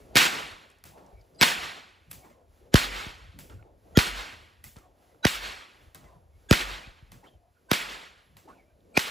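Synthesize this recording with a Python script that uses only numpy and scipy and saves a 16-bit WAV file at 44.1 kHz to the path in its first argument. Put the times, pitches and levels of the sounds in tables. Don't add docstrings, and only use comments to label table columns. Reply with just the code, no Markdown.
import sys
import numpy as np
from scipy import signal
from scipy.fft import rfft, irfft, next_fast_len
from scipy.io import wavfile
from scipy.ndimage import uniform_filter1d, map_coordinates

SR = 44100
rng = np.random.default_rng(int(sys.argv[2]) if len(sys.argv) > 2 else 0)


def makeup_ratio(level_db):
    decades = np.asarray(level_db, float) / 20
    return 10 ** decades


def inscribe(sig):
    pcm = np.round(np.clip(np.atleast_2d(sig).T, -1, 1) * 32767)
    wavfile.write(sys.argv[1], SR, pcm.astype(np.int16))


N = 401310
STEP = 32


def at_hz(points, hz):
    table_hz, value = np.transpose(points)
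    return np.interp(np.log(hz + 1), np.log(table_hz + 1), value)


def over_time(points):
    return np.interp(np.arange(N) / SR, *np.transpose(points))


def rms_one(x):
    return x / np.sqrt(np.mean(x ** 2) + 1e-20)


def band(x, low_hz, high_hz):
    return signal.sosfilt(signal.butter(2, [low_hz, high_hz], "band", fs=SR, output="sos"), x)


def drift(rate_hz):
    knots = rng.standard_normal(int(N / SR * 60))
    at = np.arange(0, N + STEP, STEP)
    return np.interp(np.arange(N), at, map_coordinates(knots, [at / SR * rate_hz], order=3))


def add(out, s, sound):
    i = round(s * SR)
    out[..., i:i + sound.shape[-1]] += sound[..., :N - i]


# [f/Hz, level/dB per Hz]
HUSH_COLOUR = [(88, -32), (150, -5.5), (595, -4.5), (1090, -14), (7130, -23), (8330, -28), (9180, -29),
               (10700, -19), (13300, -27), (15500, -25.5)]
# [t/s, level/dB]
HUSH_SWELL = [(.75, 3), (1.15, -4), (1.35, -4), (2.05, 0), (2.4, -1), (2.65, -1), (3.7, -1), (3.9, 0),
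              (4.58, 4), (4.93, -3), (5.12, -1), (5.75, 0), (5.9, -3), (6.0, 1), (6.1, 1), (6.25, 1),
              (6.35, 1), (7.4, -1), (7.62, -2), (8.68, -2), (8.85, 1)]


def hush():
    hz = np.fft.rfftfreq(N, 1 / SR)
    level_db = -70 + over_time(HUSH_SWELL) + 2.8 * drift(7)
    spectrum = rfft(rng.standard_normal((2, N))) * makeup_ratio(at_hz(HUSH_COLOUR, hz)) * (hz > 150)
    return makeup_ratio(level_db) * rms_one(irfft(spectrum, N))


# [t/s, level/dB]
BREEZE = [(0.0, -50), (0.81, -66), (1.65, -65), (1.8, -67), (2.69, -62.5), (2.84, -54.5), (3.83, -56.5),
          (4.05, -54), (4.54, -61), (5.22, -67), (5.37, -57), (5.78, -63), (6.44, -58.5), (6.59, -54.5),
          (7.5, -67.5), (7.91, -66.5), (8.06, -69), (9.1, -68)]


def breeze():
    rumble = rms_one(band(band(rng.standard_normal((2, N)), 33, 130), 33, 99))
    return makeup_ratio(over_time(BREEZE) + 2.5 * drift(14)) * rumble


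# [start t/s, length/s, level/dB and eddy f/Hz at full speed]
BACKSWINGS = [
    (-.2, 0.36, -52.5, 597),
    (.88, 0.57, -61, 780),
    (2.14, 0.51, -64, 750),
    (3.42, 0.23, -61, 604),
    (3.57, 0.39, -65, 700),
    (4.72, 0.45, -70.5, 708),
    (5.97, 0.52, -66, 891),
    (7.149, 0.38, -68, 750),
    (8.42, 0.4, -67.5, 750),
]
# [start t/s, length/s, level/dB and eddy f/Hz at full speed]
DOWNSWINGS = [
    (.0, 0.16, -58, 700),
    (1.24, 0.24, -56.5, 650),
    (2.52, 0.46, -56.5, 650),
    (3.8, .17, -59.5, 650),
    (5.05, 0.22, -65, 650),
    (6.33, 0.41, -60.5, 600),
    (7.53, 0.39, -62.5, 650),
    (8.78, 0.37, -58, 700),
    (8.55, .5, -69, 520),
]


def whoosh(t, hz, wander, lumps):
    power = np.zeros(len(t))
    swings = [r + (1, .45) for r in BACKSWINGS] + [r + (.55, 1) for r in DOWNSWINGS]
    slowest = .6
    for s, length, level_db, top_hz, arc, skew in swings:
        now = (t >= s) & (t < s + length)
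        speed = np.sin(np.pi * arc * ((t[now] - s) / length) ** skew).clip(0)
        eddy_hz = top_hz * (slowest + (1 - slowest) * speed)
        octaves = np.log2(hz / eddy_hz) + .1 * wander[now]
        eddies_db = np.where(octaves < 0, 5 * octaves, -28 * octaves)
        air_hiss_db = -19.5 - 2.5 * octaves.clip(0)
        colour = makeup_ratio(eddies_db) ** 2 + makeup_ratio(air_hiss_db) ** 2
        power[now] += makeup_ratio(level_db) ** 2 * speed ** 3.7 * colour
    return power * makeup_ratio(1.6 * lumps) ** 2


# [t/s, near level/dB, far level/dB, far delay/s, brightness/dB per octave]
LASH_RINGS = [
    (.168, -21.5, -44.5, 0.19, -0.3),
    (1.428, -26.5, -43.5, .18, -0.4),
    (2.756, -30.5, -42, .19, -0.63),
    (3.988, -31.5, -43.5, 0.16, -0.5),
    (5.267, -35, -42.5, 0.15, 0.46),
    (6.526, -31, -46, 0.14, -0.8),
    (7.732, -34.5, -44.5, 0.13, -0.45),
    (8.992, -37, -44.5, 0.13, 0.3),
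]
SCATTERS_DB = [-27, -20.5, -24.5, -25, -30.5, -25, -29, -35]
# [t/s, level/dB,
# brightness/dB per octave]
FLICK_RINGS = [(0.001, -72, -2), (0.852, -62, -0.2), (.975, -70.5, -5), (2.128, -62, 2), (2.242, -70.5, -4),
               (3.394, -61, 0.8), (3.497, -66, -4), (4.646, -62, 2), (4.76, -67, -3), (5.949, -62, -2),
               (6.04, -72, -3), (2.3, -75, -3), (7.125, -66.5, -0.9), (7.24, -72, -4.5), (8.369, -67, -1.1),
               (8.485, -71.5, -5)]
# [f/Hz, level/dB per third octave]
SCATTER = [(170, -16), (300, -12.5), (700, -13), (1200, -6.5), (2300, 2), (4000, -1), (6500, -7),
           (12000, -14)]
NEAR = [(200, -23.5), (700, -16), (1200, -8.5), (2300, 1), (4000, 0), (5600, -5.5), (8000, -4.5),
        (12000, -7.5)]
FAR = [(200, -22), (700, -11), (1200, -6.5), (2300, -0.5), (4000, -2), (5600, -9.5), (8000, -11.5),
       (12000, -17)]
FLICK_FIELD = [(170, -11.5), (300, -6), (700, -3), (1200, -2.5), (2300, -0.5), (4000, -2), (6500, 1),
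               (12000, 2)]
# [f/Hz, t60/s]
NEAR_T60 = [(300, 0.93), (1000, 0.7), (3000, .55), (7000, .48), (11000, .42), (15000, .4)]
FAR_T60 = [(300, 1), (1000, .78), (3000, .77), (5500, .68), (8000, .68), (11000, .63), (15000, .58)]
FLICK_T60 = [(300, .4), (1000, 0.25), (3000, 0.45), (7000, 0.41), (12000, .4)]
# [t after ring start/s, level/dB, spread/s]
WAVES = [
    (.088, 2.5, .013),
    (.14, -2, .025),
    (.21, 1.5, .03),
    (.345, 1.5, .012),
    (.41, -1.5, .04),
]


def ringing(t, hz):
    power = np.zeros(len(t))
    scatter_t60_s, far_rise_s, far_hold_s = .07, .038, .046
    for (s, near_db, far_db, far_s, bright_db), scatter_db in zip(LASH_RINGS, SCATTERS_DB):
        age = t[t >= s] - s
        scatter = makeup_ratio(scatter_db + at_hz(SCATTER, hz) - 60 * age / scatter_t60_s) ** 2
        near = makeup_ratio(near_db + at_hz(NEAR, hz) - 60 * age / at_hz(NEAR_T60, hz)) ** 2
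        arrived = 1 / (1 + np.exp((far_s - age) / far_rise_s))
        far_age = (age - far_s - far_hold_s).clip(0)
        far = arrived * makeup_ratio(far_db + at_hz(FAR, hz) - 60 * far_age / at_hz(FAR_T60, hz)) ** 2
        waves_db = sum(db * np.exp(-((age - at) / spread) ** 2) for at, db, spread in WAVES)
        brightness = makeup_ratio(bright_db * np.log2(hz / 2500)) ** 2
        power[t >= s] += (far + (scatter + near) * brightness) * makeup_ratio(waves_db) ** 2
    for s, level_db, bright_db in FLICK_RINGS:
        fall_db = 60 * (t[t >= s] - s) / at_hz(FLICK_T60, hz)
        start_db = level_db + at_hz(FLICK_FIELD, hz) + bright_db * np.log2(hz / 2500)
        power[t >= s] += makeup_ratio(start_db - fall_db) ** 2
    return power


def clumped(white):
    spectra = signal.stft(white, nperseg=512)[2]
    patches = uniform_filter1d(rng.standard_normal(spectra.shape[-2:]), size=2, axis=0)
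    patches = uniform_filter1d(patches, size=3, axis=1)
    return signal.istft(spectra * makeup_ratio(1.5 * rms_one(patches)), nperseg=512)[1][..., :N]


def arena():
    t = np.arange(0, N, STEP) / SR
    wander, lumps = drift(14)[::STEP], drift(30)[::STEP]
    white, flutter = clumped(rng.standard_normal((2, 2, N))), drift(45)
    out = 0
    for k, low in enumerate(140 * 2 ** (np.arange(21) / 3)):
        high = min(low * 2 ** (1 / 3), 16800)
        hz = np.sqrt(low * high)
        power = ringing(t, hz) + whoosh(t, hz, wander, lumps)
        gain = np.interp(np.arange(N) / SR, t, np.sqrt(power))
        patch_db = .5 * flutter + .55 * drift(18)
        out = out + gain * makeup_ratio(patch_db) * rms_one(band(white[k % 2], low, high))
    return out


# [start t/s, length/s, level/dB, top f/Hz]
PUFFS = [(.06, 0.096, -56, 130), (.8, 0.19, -57, 220), (1.074, 0.19, -52.5, 109), (1.552, 0.14, -55, 130),
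         (2.053, .17, -54, 230), (3.2, 0.12, -47.5, 108.7), (3.327, 0.13, -49.5, 266),
         (3.461, .2, -48.5, 126), (4.619, 0.1, -54.5, 220), (5.94, .15, -55.5, 226),
         (6.137, 0.063, -54, 166), (7.081, .13, -52, 201), (7.333, 0.055, -56, 120),
         (8.251, 0.19, -60, 200), (8.695, 0.095, -60, 107)]


def puffs():
    out = np.zeros((2, N))
    for s, length, level_db, top_hz in PUFFS:
        noise = band(band(rng.standard_normal((2, SR // 2)), 40, top_hz), 30, top_hz)
        noise = noise[:, -int(length * SR):]
        swell = np.sin(np.pi * np.linspace(0, 1, noise.shape[1]))
        add(out, s, makeup_ratio(level_db) * rms_one(noise) * swell)
    return out


# [crack t/s, level/dB at crack, build-up/ms]
RUSHES = [
    (.1565, -40, 5),
    (1.4124, -38, 8),
    (2.7421, -36, 7),
    (3.9732, -36, 7),
    (5.25, -38, 8),
    (6.511, -36, 8),
    (7.7153, -38, 8),
    (8.972, -34, 11),
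]


def rushes():
    out, ms = np.zeros(N), np.arange(-1200, 0) / SR * 1000
    for s, level_db, build_ms in RUSHES:
        white = rng.standard_normal((3, len(ms)))
        hiss = rms_one(band(white[0], 700, 4500))
        hiss += makeup_ratio(-15) * rms_one(band(white[1], 4000, 15000))
        hiss += makeup_ratio(-6) * rms_one(band(white[2], 120, 700))
        swell = np.exp(ms / build_ms) * np.tanh((ms - ms[0]) / 6) ** 2
        add(out, s - len(ms) / SR, makeup_ratio(level_db) * swell * hiss)
    return out


# [t/s, peak level/dB, top octave/dB, lead-in hiss/dB, build-up/ms]
SNAPS = [(0.1565, -7.1, -11.4, -17.0, 1.4), (1.4124, -3.3, -13.9, -24.0, 1.9),
         (1.4186, -8, -10.5, -17.0, 1.5), (2.7421, -2.7, -12.3, -21.0, 2.5),
         (3.9732, -2.2, -15.4, -25.0, 4), (5.248, -24.0, -26.0, -16.0, 5),
         (5.2521, -5.0, -14.4, -17.0, 2.5), (5.2539, -10.1, -27.3, -1.0, 2.5),
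         (6.511, -3.4, -14.7, -23.0, 2.5), (7.7153, -3.4, -13.7, -18.0, 2.5),
         (7.7169, -12, -25.5, -7.0, 1.8), (8.9729, -10, -25.3, -14.0, 2.5),
         (8.9745, -6.5, -14.0, -14.0, 2.5), (8.9769, -9, -19.0, -12.0, 2.5)]
# [t/s, peak level/dB, top octave/dB, lead-in hiss/dB]
ECHOES = [(0.162, -4, -14.9, -22.0), (0.1701, -5, -15.5, -15.0), (1.4178, -9.0, -12.0, -20.0),
          (1.4202, -10.0, -18.0, -9.0), (1.4228, -12.0, -20.0, -9.0), (1.4312, -7.0, -20.0, -9.0),
          (.1654, -10.0, -18.0, -14.0), (1.4258, -7.0, -12.0, -12.0), (1.4277, -5.5, -21.9, -9.0),
          (1.4335, -8.0, -20.0, -9.0), (2.756, -5.6, -22.2, -21.0), (3.9892, -10, -20.0, -11.0),
          (5.2672, -13.4, -19.2, -20.0), (6.5264, -8.0, -21.7, -10.0), (7.7317, -14.6, -13.6, -15.0),
          (8.993, -17.4, -16.3, -16.0)]
# [t/s, peak level/dB, top octave/dB, build-up and fade/ms]
FLICKS = [
    (0.8398, -36.5, -2, 0.99),
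    (2.1136, -35.5, 3.5, 5.2),
    (2.13, -40.5, -2, 2.6),
    (3.3895, -38, -1.5, 2.6),
    (4.6412, -41, 4, 2.1),
    (5.9476, -37, -2, 1.5),
    (7.119, -39, -5.5, 2.9),
    (8.3689, -45, -3.5, 2.6),
]
# [f/Hz, level/dB per Hz]
SNAP_COLOUR = [(300, -14), (600, -4.5), (1200, -3.5), (2300, 2), (4000, -6), (6000, -12), (7500, -18.5)]


def snaps():
    half = 1024
    out, t_ms = np.zeros((2, N)), np.arange(-half, half) / SR * 1000
    hz = np.fft.rfftfreq(len(t_ms), 1 / SR)
    click = np.cos(2 * np.pi * 4.2 * t_ms + .6) * np.exp(-(t_ms / .14) ** 2)
    top_click = np.cos(2 * np.pi * 12 * t_ms) * np.exp(-(t_ms / .1) ** 2)
    # fade/ms, output row
    cracks = [r + (.9, 0) for r in SNAPS]
    cracks += [r + (1.0, 2.5, int(r[0] > 2)) for r in ECHOES]
    cracks += [(s, db, top, -19, ms, ms, 0) for s, db, top, ms in FLICKS]
    for s, peak_db, top_db, lead_db, build_ms, fade_ms, row in cracks:
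        white = rng.standard_normal((2, len(t_ms)))
        tilt = (hz / 3000) ** np.clip((top_db + 15) / 9, 0, .4)
        colour = tilt * makeup_ratio(at_hz(SNAP_COLOUR, hz)) * (hz > 250) * (hz < 8000)
        body = rms_one(irfft(rfft(white[0]) * colour))
        hiss = body + makeup_ratio(top_db + .5) * rms_one(band(white[1], 7600, 14000))
        lead_in = makeup_ratio(lead_db) * np.exp(t_ms / build_ms)
        torn_air = makeup_ratio(-10) * np.exp(-t_ms / fade_ms)
        shape = np.where(t_ms < 0, lead_in, torn_air)
        spray = makeup_ratio(-22) * (t_ms > 0) * np.exp(-t_ms / 13)
        crack = shape * hiss + .9 * click + makeup_ratio(top_db + 7) * top_click
        add(out[1], s - half / SR, makeup_ratio(peak_db) * spray * hiss)
        add(out[row], s - half / SR, makeup_ratio(peak_db) * crack)
    return out


# [t/s, main crest delay/ms, level/dB, fade/ms, late swell/dB]
THUMPS = [(0.1555, 2.2, -11, 5, -62.5), (0.168, 3.4, -12, 4.9, -66), (0.5163, 7, -44, 30, -81),
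          (1.4134, 2.7, -12.5, 6.1, -55.5), (1.4253, 2.8, -19, 5, -71), (2.7422, 3.1, 0, 10.5, -37),
          (3.064, 4.9, -32, 24, -70), (3.9731, 3.25, 1.5, 7.6, -38), (4.765, 5.3, -38, 15, -72),
          (5.2527, 1.8, -5.5, 6.8, -44), (6.5112, 3.0, -.3, 9, -37.5), (6.8708, 7.3, -38.5, 41, -74),
          (7.0222, 11, -37.5, 24, -65), (7.7153, 2.2, -7.5, 5.0, -52.5), (8.9748, 1.75, -7.5, 4.2, -59)]


def thumps():
    out, t = np.zeros(N), np.arange(1, int(.4 * SR)) / SR
    swell = np.cos(2 * np.pi * 47 * t) * np.exp(-((t - .172) / .075) ** 4 / 2)
    for s, crest_ms, level_db, fade_ms, swell_db in THUMPS:
        age = t * 1000 / crest_ms
        build = 1 - np.exp(-(age / .63) ** 3)
        wave = np.cos(np.pi * np.log(age) / np.log(1.8)) * build
        fade = np.exp(-(t * 1000 / fade_ms) ** 1.2)
        add(out, s, makeup_ratio(level_db) * wave * fade + makeup_ratio(swell_db) * swell)
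    return out


# [t/s, length/s, first f/Hz, last f/Hz,
# level/dB]
EDDY_TONES = [
    (8.968, .0105, 2300, 2500, -14),
    (6.53, .01, 1500, 1500, -21),
    (6.3, .1, 2200, 2200, -80),
    (5.08, .07, 2000, 2000, -76),
    (5.2445, .008, 1400, 1700, -20),
              (8.62, .13, 2250, 2400, -80), (8.69, .05, 1600, 1600, -79), (4.635, .02, 2000, 2000, -54),
          (4.655, .02, 2200, 2150, -59), (1.06, .08, 550, 550, -60), (8.474, .026, 720, 1020, -49),
          (8.49, .035, 1000, 1130, -53), (8.5, .05, 1200, 1500, -62), (8.442, .035, 260, 380, -55),
          (8.475, .035, 310, 270, -59), (8.485, .035, 600, 600, -60), (8.55, .095, 2750, 2100, -66),
          (7.228, .03, 800, 1000, -57), (7.237, .022, 1850, 2200, -59), (7.245, .05, 700, 680, -60),
          (7.25, .03, 1300, 1300, -64), (7.26, .04, 2950, 3300, -60), (7.29, .08, 3250, 3100, -74),
          (7.545, .06, 1450, 1450, -73), (8.53, .09, 1300, 700, -66), (4.765, .035, 1250, 1400, -62),
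          (4.79, .1, 1200, 1100, -68), (4.83, .07, 850, 680, -63), (1.13, .1, 2300, 2250, -71),
          (3.505, .04, 1200, 1400, -62), (3.55, .09, 1400, 1450, -70), (6.06, .14, 1080, 970, -62),
          (6.03, .07, 2050, 2000, -68), (6.055, .14, 700, 680, -64), (2.225, .04, 2200, 2300, -64),
          (2.23, .06, 1200, 950, -62), (2.29, .07, 2100, 2050, -72), (2.6, .05, 330, 380, -61),
          (2.63, .075, 560, 500, -60), (1.205, .018, 4700, 4700, -68), (1.193, .012, 5300, 5300, -71),
          (1.345, .022, 5000, 4800, -66), (1.37, .016, 4800, 4800, -70)]
# [start t/s, f/Hz, level/dB]
THIN_TONES = [(1.385, 7800, -52), (1.385, 4100, -52), (1.38, 4900, -56), (2.716, 7000, -63),
              (6.488, 7900, -48), (3.95, 3270, -37), (3.952, 1950, -41), (3.95, 1400, -39),
              (3.95, 6780, -44), (3.954, 6200, -52.5), (5.23, 6280, -51), (5.227, 3920, -37),
              (5.23, 1487, -37), (5.232, 897, -46), (6.488, 2800, -51), (6.486, 1630, -43),
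              (6.487, 3430, -42), (6.488, 6800, -44), (7.685, 1550, -52), (7.686, 1000, -57),
              (8.944, 1400, -52), (7.688, 8070, -60.5), (8.941, 2383, -47), (8.939, 4400, -56),
              (8.936, 8000, -63)]
# [t/s, length/s, f/Hz, level/dB]
SWING_TAILS = [
    (4.92, .24, 720, -69),
    (7.37, .15, 700, -68),
    (8.6, .22, 620, -70),
    (2.3, .15, 1050, -71),
    (2.33, .12, 520, -66),
]
# [t/s, length/s, level/dB]
WHISTLES = [
    (0.565, 0.093, -79),
    (1.345, .06, -79),
    (3.047, 0.12, -82),
    (6.08, 0.2, -83.5),
    (7.198, 0.19, -85),
    (8.205, .14, -79),
]


def swishes():
    out = np.zeros(N)
    # width/Hz, glides smear wider
    tones = [r + (55 + .02 * abs(r[3] - r[2]),) for r in EDDY_TONES]
    tones += [(s, .04, hz, hz, db, 2) for s, hz, db in THIN_TONES]
    tones += [(s, length, hz, hz, db, 55) for s, length, hz, db in SWING_TAILS]
    tones += [(s, length, 11100, 11100, db, 30) for s, length, db in WHISTLES]
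    for s, length, first_hz, last_hz, level_db, width_hz in tones:
        u = np.linspace(0, 1, int(length * SR))
        hz = first_hz + (last_hz - first_hz) * np.sin(np.pi * u / 2)
        pole = np.exp(-np.pi * width_hz / SR)
        eddies = signal.lfilter([1], [1, -pole], rng.standard_normal((2, SR // 3)))[:, -len(u):]
        phase = 2 * np.pi * np.cumsum(hz) / SR
        tone = rms_one(eddies[0] * np.cos(phase) + eddies[1] * np.sin(phase))
        add(out, s, makeup_ratio(level_db) * np.sin(np.pi * u) * tone)
    return out


# [t/s, peak level/dB, f/Hz]
TICKS = [(.84, -42, 600), (2.113, -42, 600), (3.39, -43, 600), (5.946, -41, 480), (7.12, -45, 800),
         (8.367, -47, 600), (5.885, -52, 400), (0.701, -57.5, 7000), (.785, -63.5, 6950),
         (1.064, -59, 5880), (3.498, -50, 2790), (3.626, -48, 1500), (7.238, -53, 1000), (4.766, -50, 3000),
         (4.766, -52, 6500), (4.786, -55, 5500), (.982, -58, 2800), (8.805, -67, 3000), (5.146, -51, 1000),
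         (8.984, -28, 6000), (3.979, -20.5, 5000), (6.5182, -21, 4505), (1.213, -65, 5500),
         (1.36, -65, 5200), (1.347, -66, 5800), (5.9555, -48, 6000), (8.485, -56, 900), (.714, -64, 8000)]


def ticks():
    out, t = np.zeros(N), np.arange(400) / SR
    for s, peak_db, hz in TICKS:
        contact = rng.standard_normal(len(t)) * np.exp(-t / .0025)
        add(out, s, makeup_ratio(peak_db) * band(contact, hz * .65, hz * 1.5) * 2)
    return out


# [f/Hz, lead/rad]
PORT_PHASE = [(60, 1.2), (250, 2), (550, .9), (1000, 1.5), (1400, 2.7), (2000, 1.6), (15000, 1.6)]
# [f/Hz, share]
DIFFUSE = [(60, .3), (250, .35), (600, .9), (1200, .85), (2000, .6), (9000, .55), (15000, .6)]
# [f/Hz, level/dB]
WIDTH = [(60, -11), (250, -11), (520, -5), (860, -1.5), (1300, 2), (1600, .5), (2000, -9), (2400, -15),
         (7000, -8), (8000, 1), (15000, 1)]
# [low f/Hz, high f/Hz]
SUM_GAPS = [(8700, 9580), (12820, 13700), (15820, 23000)]
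DIFFERENCE_GAPS = [(2600, 7400), (10600, 11550), (14700, 23000)]


def ports(common, unlike, gap_db, wider):
    size = next_fast_len(N + 4096)
    hz = np.fft.rfftfreq(size, 1 / SR)
    common, unlike = rfft(common, size), rfft(unlike, size)
    share = np.clip(at_hz(DIFFUSE, hz), 0, 1)

    def open_in(gaps):
        inside = sum(np.tanh((hz - low) / 160) - np.tanh((hz - high) / 160) for low, high in gaps)
        return makeup_ratio(gap_db / 2 * inside)

    copy = np.sqrt(1 - share ** 2) * common * np.exp(1j * at_hz(PORT_PHASE, hz))
    width = makeup_ratio(at_hz(WIDTH, hz) + at_hz(wider, hz))
    total = irfft(common * open_in(SUM_GAPS), size)[:N]
    difference = irfft((copy + share * unlike) * width * open_in(DIFFERENCE_GAPS), size)[:N]
    return np.array([total + difference, total - difference])


# [f/Hz, level/dB]
DIRECT_WIDER = [(300, -.5), (800, 7), (2000, 5), (4000, 4), (15000, 2)]


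def scene():
    field = arena() + breeze() + puffs() + hush() + swishes() * [[1], [0]]
    cracks, afterglow = snaps()
    direct = cracks + ticks() + thumps()
    late = afterglow + rushes()
    return (ports(*field, gap_db=-60, wider=[(1, 0)])
            + ports(direct, 0 * direct, gap_db=-9, wider=DIRECT_WIDER)
            + ports(late, 0 * late, gap_db=-60, wider=DIRECT_WIDER))


def band_limit(x):
    return signal.sosfilt(signal.butter(12, 16990, fs=SR, output="sos"), x)


def record(dry):
    dry = signal.sosfilt(signal.butter(2, 40, "high", fs=SR, output="sos"), dry)
    cut = signal.sosfilt(signal.cheby2(10, 60, 16900, fs=SR, output="sos"), dry)
    mix = 1.55 * np.tanh(cut / 1.606)
    return band_limit(mix)


dry = scene()
out = record(dry)
inscribe(out)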